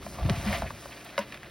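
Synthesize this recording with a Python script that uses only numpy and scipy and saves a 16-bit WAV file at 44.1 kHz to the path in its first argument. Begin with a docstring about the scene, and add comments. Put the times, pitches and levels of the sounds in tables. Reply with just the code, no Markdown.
"""Small crabs in a plastic bucket, close to a phone's two microphone ports, over faint room noise and hum.
From the start legs tick in the hollow, wet shells fizz and bodies knock on the plastic. A gloved hand
stirs and scoops some up: the thin wall thuds, and the scrabble swells to a rasping peak near 0.55 s.
After a lull, a sharp knock and a spit of fizz come near 1.2 s, then a last few clicks of shell on shell."""
import sys
import numpy as np
from scipy import signal
from scipy.fft import rfft, irfft
from scipy.io import wavfile
from scipy.ndimage import uniform_filter1d

SR = 44100
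rng = np.random.default_rng(int(sys.argv[2]) if len(sys.argv) > 2 else 0)


def store_wav(level_fs):
    """Save 16-bit WAV to argv[1]."""
    pcm = np.round(np.clip(np.atleast_2d(level_fs), -1, 1) * 32767)
    wavfile.write(sys.argv[1], SR, pcm.T.astype(np.int16))


N = 66150


def undb(db):
    """Decibels to gain."""
    return 10 ** (np.asarray(db) / 20)


def unit(x):
    """Scale to rms 1."""
    return x / np.sqrt(np.mean(x ** 2))


def clock():
    """Time of each sample, in seconds."""
    return np.arange(N) / SR


def age():
    """Time since a contact, over a quarter second."""
    return np.arange(SR // 4) / SR


def curve(rows):
    """Gain along (t/s, level/dB) points."""
    return undb(np.interp(clock(), *np.array(rows).T))


def colour(x, rows):
    """Causal filter of unit energy, shaped by (f/Hz, level/dB) points."""
    hz, db = np.array(rows).T
    size = 4096
    bins_hz = np.arange(size // 2 + 1) * SR / size
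    gain = undb(np.interp(np.log(bins_hz + 1), np.log(hz), db))
    cepstrum = irfft(np.log(gain))
    cepstrum[1:size // 2] *= 2  # fold to minimum phase
    cepstrum[size // 2 + 1:] = 0
    response = irfft(np.exp(rfft(cepstrum)))
    return signal.fftconvolve(x, response / np.linalg.norm(response))[:len(x)]


def fade(t60):
    """Exponential decay from 1."""
    return np.exp(-np.log(1000) * age() / max(t60, 1e-3))


def swell(rise):
    """Envelope that grows to 1 in its rise time and dies away."""
    u = age() / max(rise, 1e-3)
    return (u * np.exp(1 - u)) ** 2


def burst(t60):
    """Decaying noise of random signs: the chatter of one contact."""
    return np.sign(rng.standard_normal(len(age()))) * fade(t60)


def ticks(per_s, scatter_db):
    """Random impulses, many small and a few large, rms 1."""
    when, size, side = rng.random((3, N))
    strength = np.minimum(-np.log(1 - size), 4)
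    impulses = (when < per_s / SR) * np.sign(side - .5)
    return unit(impulses * undb(scatter_db * strength) / np.sqrt(per_s))


def add(out, start, x):
    """Mix a sound in at its time."""
    i = max(int(start * SR), 0)
    out[i:i + len(x)] += x[:N - i]


# mains hum: f/Hz, rms level/dB
HUM_TONES = [(60, -62.5), (120, -61), (300, -63.5), (360, -67.5)]
# room tone: f/Hz, relative level/dB
ROOM_SPECTRUM = [(20, -39), (60, -19), (130, -2.5), (330, -5), (650, -10), (850, -26), (1700, -16.5),
                 (4000, -25), (8000, -28), (16000, -31)]

def room():
    """Steady noise and mains hum in the room around the bucket."""
    hum = sum(np.sqrt(2) * undb(db) * np.sin(2 * np.pi * (hz * clock() + rng.random()))
              for hz, db in HUM_TONES)
    return hum + undb(-52) * colour(rng.standard_normal(N), ROOM_SPECTRUM)


def flurries(per_s, spread_db):
    """A gain that jumps about as single crabs start and stop."""
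    held = int(SR / per_s)
    steps = rng.standard_normal(N)[np.arange(N) // held]
    return unit(undb(spread_db * uniform_filter1d(steps, held // 2)))


# legs in the stirred heap: t/s, level/dB
LEG_LEVEL = [(0, -55), (.04, -50.5), (.1, -55), (.16, -49.5), (.2, -48.5), (.3, -44), (.36, -42),
             (.43, -44), (.49, -38.5), (.55, -36.5), (.6, -45), (.67, -49.5), (.74, -50.5), (.92, -49),
             (1.13, -49.5), (1.165, -51.5), (1.215, -43), (1.27, -53), (1.35, -48), (1.39, -57),
             (1.46, -52), (1.5, -54.5)]
# leg ticks from close by: f/Hz, relative level/dB
LEG_SPECTRUM = [(200, -20), (600, 0), (1200, -1.5), (1900, 0.5), (2700, -2), (4000, -6.5), (5500, -15.5),
                (7500, -26.5), (16000, -22)]

def legs():
    """Countless legs tick on shells, denser and louder the harder the hand stirs."""
    stirring = curve(LEG_LEVEL)
    crowding = unit(stirring) ** .7
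    rustle = colour(ticks(per_s=2800 * crowding, scatter_db=1.5), LEG_SPECTRUM)
    return rustle * flurries(per_s=55, spread_db=1.8) * stirring


# wet fizz: t/s, level/dB
FIZZ_LEVEL = [(0, -65.5), (.04, -51), (.14, -50.5), (.22, -57.5), (.3, -51.5), (.42, -47.5), (.53, -43),
              (.585, -45), (.63, -53.5), (.78, -55), (.835, -51), (.95, -55.5), (1.13, -58), (1.172, -62),
              (1.19, -38), (1.212, -67), (1.28, -60), (1.35, -59), (1.4, -70), (1.5, -66)]
# its bright hiss: f/Hz, relative level/dB
FIZZ_SPECTRUM = [(1500, -23.5), (4500, 9), (7000, 6.5), (10500, 3.5), (13000, 2), (16000, -0.5)]

def fizz():
    """Wet shells and joints fizz with tiny dense ticks."""
    return colour(ticks(per_s=2800, scatter_db=1), FIZZ_SPECTRUM) * curve(FIZZ_LEVEL)


# the bucket's modes, before each tap scales them: f/Hz, level/dB, t60/s
BUCKET_MODES = [(555.8, -2, 0.086), (607, -15.5, 0.08), (710, -20, 0.082), (923.5, -7, 0.11),
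                (1000, -4.5, 0.061), (1438, -14.5, 0.095), (1610, -15, 0.065), (2023, -14.5, 0.042),
                (2580, -14.5, 0.037), (2900, -16, 0.051), (4650, -23, 0.059)]

def ring(pitch, length, tilt_db):
    """The bucket answers a tap; a soft tap tilts the upper modes down. Little radiates below the lowest."""
    modes = 0
    for hz, db, t60 in BUCKET_MODES:
        octaves = np.log2(hz / BUCKET_MODES[0][0])
        tone = np.sin(2 * np.pi * hz * pitch * age())
        modes += undb(db + tilt_db * octaves) * fade(t60 * length) * tone
    low_cut = signal.butter(6, 439 * pitch, "high", fs=SR, output="sos")
    attack = 1 - fade(0.0062)
    return signal.sosfilt(low_cut, modes * attack)


# shells dragging on the plastic: t/s, level/dB
DRAG_LEVEL = [(0, -56.5), (.16, -48.5), (.2, -42), (.24, -44.5), (.31, -37.5), (.38, -47.5), (.44, -40.5),
              (.55, -36), (.605, -47), (.65, -41.5), (.69, -53.5), (.76, -54.5), (.87, -54), (1.15, -55),
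              (1.5, -56.5)]
# spots where they drag: pitch factor
SPOT_PITCHES = [1.0, 1.09, 1.179, 1.3]

def drag():
    """Dragged bodies keep the plastic ringing with small taps."""
    out = np.zeros(N)
    for pitch in SPOT_PITCHES:
        taps = ticks(per_s=120, scatter_db=3)
        out += signal.fftconvolve(taps, ring(pitch, length=0.32, tilt_db=-3))[:N]
    return unit(out) * curve(DRAG_LEVEL)


# pushes on the wall: t/s, peak level/dB, starting f/Hz, rise/s, pitch fall/(octaves per s)
WALL_THUDS = [(0.021, -44, 58, 0.012, -2), (0.043, -44, 203, 0.025, 0), (0.215, -22.5, 65, 0.014, 2),
              (0.2491, -18, 176, 0.0093, 55), (0.249, -32, 332, 0.0062, 20), (.278, -24, 107, 0.0098, 13),
              (0.297, -19.5, 264.4, 0.014, 48.5), (.297, -30, 422, 0.0054, 14), (.33, -31, 129, .01, 34),
              (0.372, -25.5, 112, 0.0083, 0), (0.457, -24.5, 206, 0.023, 0), (0.482, -26.5, 71, 0.013, -2),
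              (0.622, -29.5, 61.3, 0.015, -2.5), (0.624, -36.5, 210, 0.013, -0.5),
              (0.66, -31.5, 81, 0.0079, 0), (0.731, -41.5, 108, 0.0096, -2), (0.863, -47.5, 63, 0.016, 0),
              (1.183, -34.5, 211, 0.018, 1)]
# handling rumble: t/s, level/dB
RUMBLE_LEVEL = [(0, -50), (.1, -49.5), (.19, -43), (.235, -37), (.32, -31), (.36, -38), (.42, -39),
                (.5, -36), (.59, -41), (.66, -42), (.72, -48), (.79, -52), (.96, -88), (1.2, -57),
                (1.5, -57)]
# its bass from close by: f/Hz, relative level/dB
RUMBLE_SPECTRUM = [(15, -17), (35, -6.5), (55, 0.5), (95, 0.5), (160, -1), (260, -9.5), (400, -18.5),
                   (800, -43.5)]

def wall(slack_hz=45):
    """The hand flexes the thin wall: it rumbles and thuds, and hard pushes fall in pitch as it relaxes."""
    out = np.zeros(N)
    for start, db, hz, rise, fall in WALL_THUDS:
        glide_hz = np.maximum(hz * 2 ** (-fall * age()), slack_hz)
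        add(out, start, undb(db) * swell(rise) * np.sin(2 * np.pi * np.cumsum(glide_hz) / SR))
    return out + colour(rng.standard_normal(N), RUMBLE_SPECTRUM) * curve(RUMBLE_LEVEL)


def resonate(x, hz, width):
    """One broad, steep-sided resonance of a shell; width is relative to its centre."""
    b, a = signal.iirpeak(min(hz, SR / 3), 1 / np.clip(width, .1, 1.2), fs=SR)
    return signal.lfilter(b, a, signal.lfilter(b, a, x))


# snap of a hard contact: f/Hz, relative level/dB
SNAP_SPECTRUM = [(300, -35), (1500, -7.5), (3300, 11), (5000, 7), (6500, 3.5), (8500, 3), (16000, -11)]

def contact(t60, hz, width, snap_db):
    """A shell strikes: short chatter through one broad resonance, with a bright snap."""
    chatter = burst(t60)
    body = resonate(chatter, hz, width)
    body *= np.linalg.norm(chatter) / np.linalg.norm(body)
    return body + undb(snap_db) * colour(chatter, SNAP_SPECTRUM)


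# bodies on the plastic: t/s, ring gain/dB, pitch factor, length factor, tilt/(dB per octave),
# crack level/dB, crack f/Hz, relative crack width
BODY_KNOCKS = [(0.025, -42, 1.2, 0.37, -15, -42, 1210, 0.7), (.064, -22.5, 1.14, 0.34, -11, -34, 1100, 1.2),
               (.187, -29, 1.2, 0.48, -9, -36, 910, 0.61), (.228, -32, 1.22, .4, -1, -36, 990, 0.62),
               (.3, -33, 1.3, 0.35, -11, -30, 1610, .9), (0.5268, -26, 1.1, 0.58, -12, -23.5, 1790, 0.59),
               (.548, -23.5, 1.17, 0.68, -18, -38, 760, 1.3),
               (0.6195, -16.5, 1.19, 0.39, -19, -26.5, 840, 0.52),
               (.657, -28, 1.15, 0.43, -15, -40, 790, 1),
               (0.7053, -29.5, 0.99, 0.28, 1.5, -29.5, 1100, 0.57),
               (.8558, -30.5, 1.04, 0.4, 1, -33.5, 1020, 0.44),
               (1.179, -15, 1.038, 0.73, 0, -25.5, 990, 0.52), (1.1898, -22, 1.05, 0.62, -8, -36, 1040, .5)]

def knocks(crack_t60=0.018):
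    """A crab hits the plastic: a short crack and the bucket's ring."""
    out = np.zeros(N)
    for start, ring_db, pitch, length, tilt_db, crack_db, hz, width in BODY_KNOCKS:
        crack = undb(crack_db) * contact(crack_t60, hz, width, snap_db=-15)
        add(out, start, crack + undb(ring_db) * ring(pitch, length, tilt_db))
    return out


# shells clicking together: t/s, level/dB, f/Hz, t60/s
SHELL_CLICKS = [(0.045, -53, 4200, .015), (0.297, -16.5, 2470, 0.0046), (0.2971, -33.5, 4700, 0.02),
                (.621, -32.5, 1620, 0.017), (.705, -38, 2080, .012), (.972, -42, 2860, 0.019),
                (1.0472, -41.5, 11300, 0.014), (1.1788, -21, 2400, 0.014), (1.1807, -34, 4940, 0.0065),
                (1.1913, -30.5, 2600, 0.012), (1.191, -40, 5000, 0.014), (1.3228, -32.5, 2000, 0.022),
                (1.3432, -36.5, 2300, 0.031), (1.374, -36, 2060, 0.013), (1.4314, -35.5, 1880, 0.023),
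                (1.445, -41.5, 2120, 0.021)]

def clicks():
    """Shell on shell: a hard contact with no ring of the bucket."""
    out = np.zeros(N)
    for start, db, hz, t60 in SHELL_CLICKS:
        add(out, start, undb(db) * contact(t60, hz, width=0.87, snap_db=-11.5))
    return out


# shells sliding in the heap: t/s, peak level/dB, f/Hz, rise/s
SHELL_SCRAPES = [(.468, -37.5, 1900, 0.011), (.522, -35.5, 2300, 0.019), (.658, -41, 1980, 0.011),
                 (.915, -46.5, 2290, .009), (1.001, -49, 2400, 0.0066), (1.087, -50, 2180, 0.0059),
                 (1.204, -44.5, 1920, 0.0085)]

def scrapes():
    """Pushed shells slide over each other: contacts so dense that they merge into a swelling rasp."""
    out = np.zeros(N)
    for start, db, hz, rise in SHELL_SCRAPES:
        rasp = unit(resonate(rng.standard_normal(len(age())), hz, width=0.61))
        add(out, start, undb(db) * swell(rise) * rasp)
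    return out


def hollow(x, t60):
    """Dense short reflections between the bucket's walls."""
    response = burst(t60) * (1 - fade(0.027))
    return signal.fftconvolve(x, response / np.linalg.norm(response))[:N]


# reflections that reach each port separately: f/Hz, relative level/dB
REFLECTION_SPECTRUM = [(30, -10), (100, -0.5), (300, 4.5), (550, 9), (1000, -0.5), (2200, 9), (5000, 0.5),
                       (16000, -2.5)]

def scene():
    """The bucket at close range: both ports hear the same sound, each with faint reflections of its own."""
    crabs = legs() + fizz() + drag() + knocks() + clicks() + scrapes()
    shared = room() + crabs + undb(-12) * hollow(crabs, t60=0.079) + wall()
    reflected = colour(shared, REFLECTION_SPECTRUM)
    return shared + undb(-19) * np.array([hollow(reflected, t60=0.019) for port in range(2)])


# lead of the left microphone port over the right: f/Hz, phase/rad
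LEFT_PORT_LEAD = [(0, 0), (500, .16), (1200, 0), (2500, .2), (3700, .05), (5200, .55), (6300, 1.9),
                  (7300, 3.14), (8800, 4.4), (9800, 6.2), (10800, 6.3), (12000, 7.7), (13300, 9.3),
                  (14100, 9.5), (16000, 12)]

def record(dry, top_hz=15900):
    """A phone close to the bucket: its two ports hear the treble out of step, and the top is cut."""
    hz = np.arange(N + 1) * SR / (2 * N)
    lead = np.interp(hz, *np.array(LEFT_PORT_LEAD).T)
    phase_shift = np.exp(.5j * np.array([lead, -lead]))
    ports = irfft(rfft(dry, 2 * N) * phase_shift)[:, :N]
    high_cut = signal.ellip(10, .2, 80, top_hz, fs=SR, output="sos")
    return signal.sosfilt(high_cut, ports)


dry = scene()
out = record(dry)
store_wav(out)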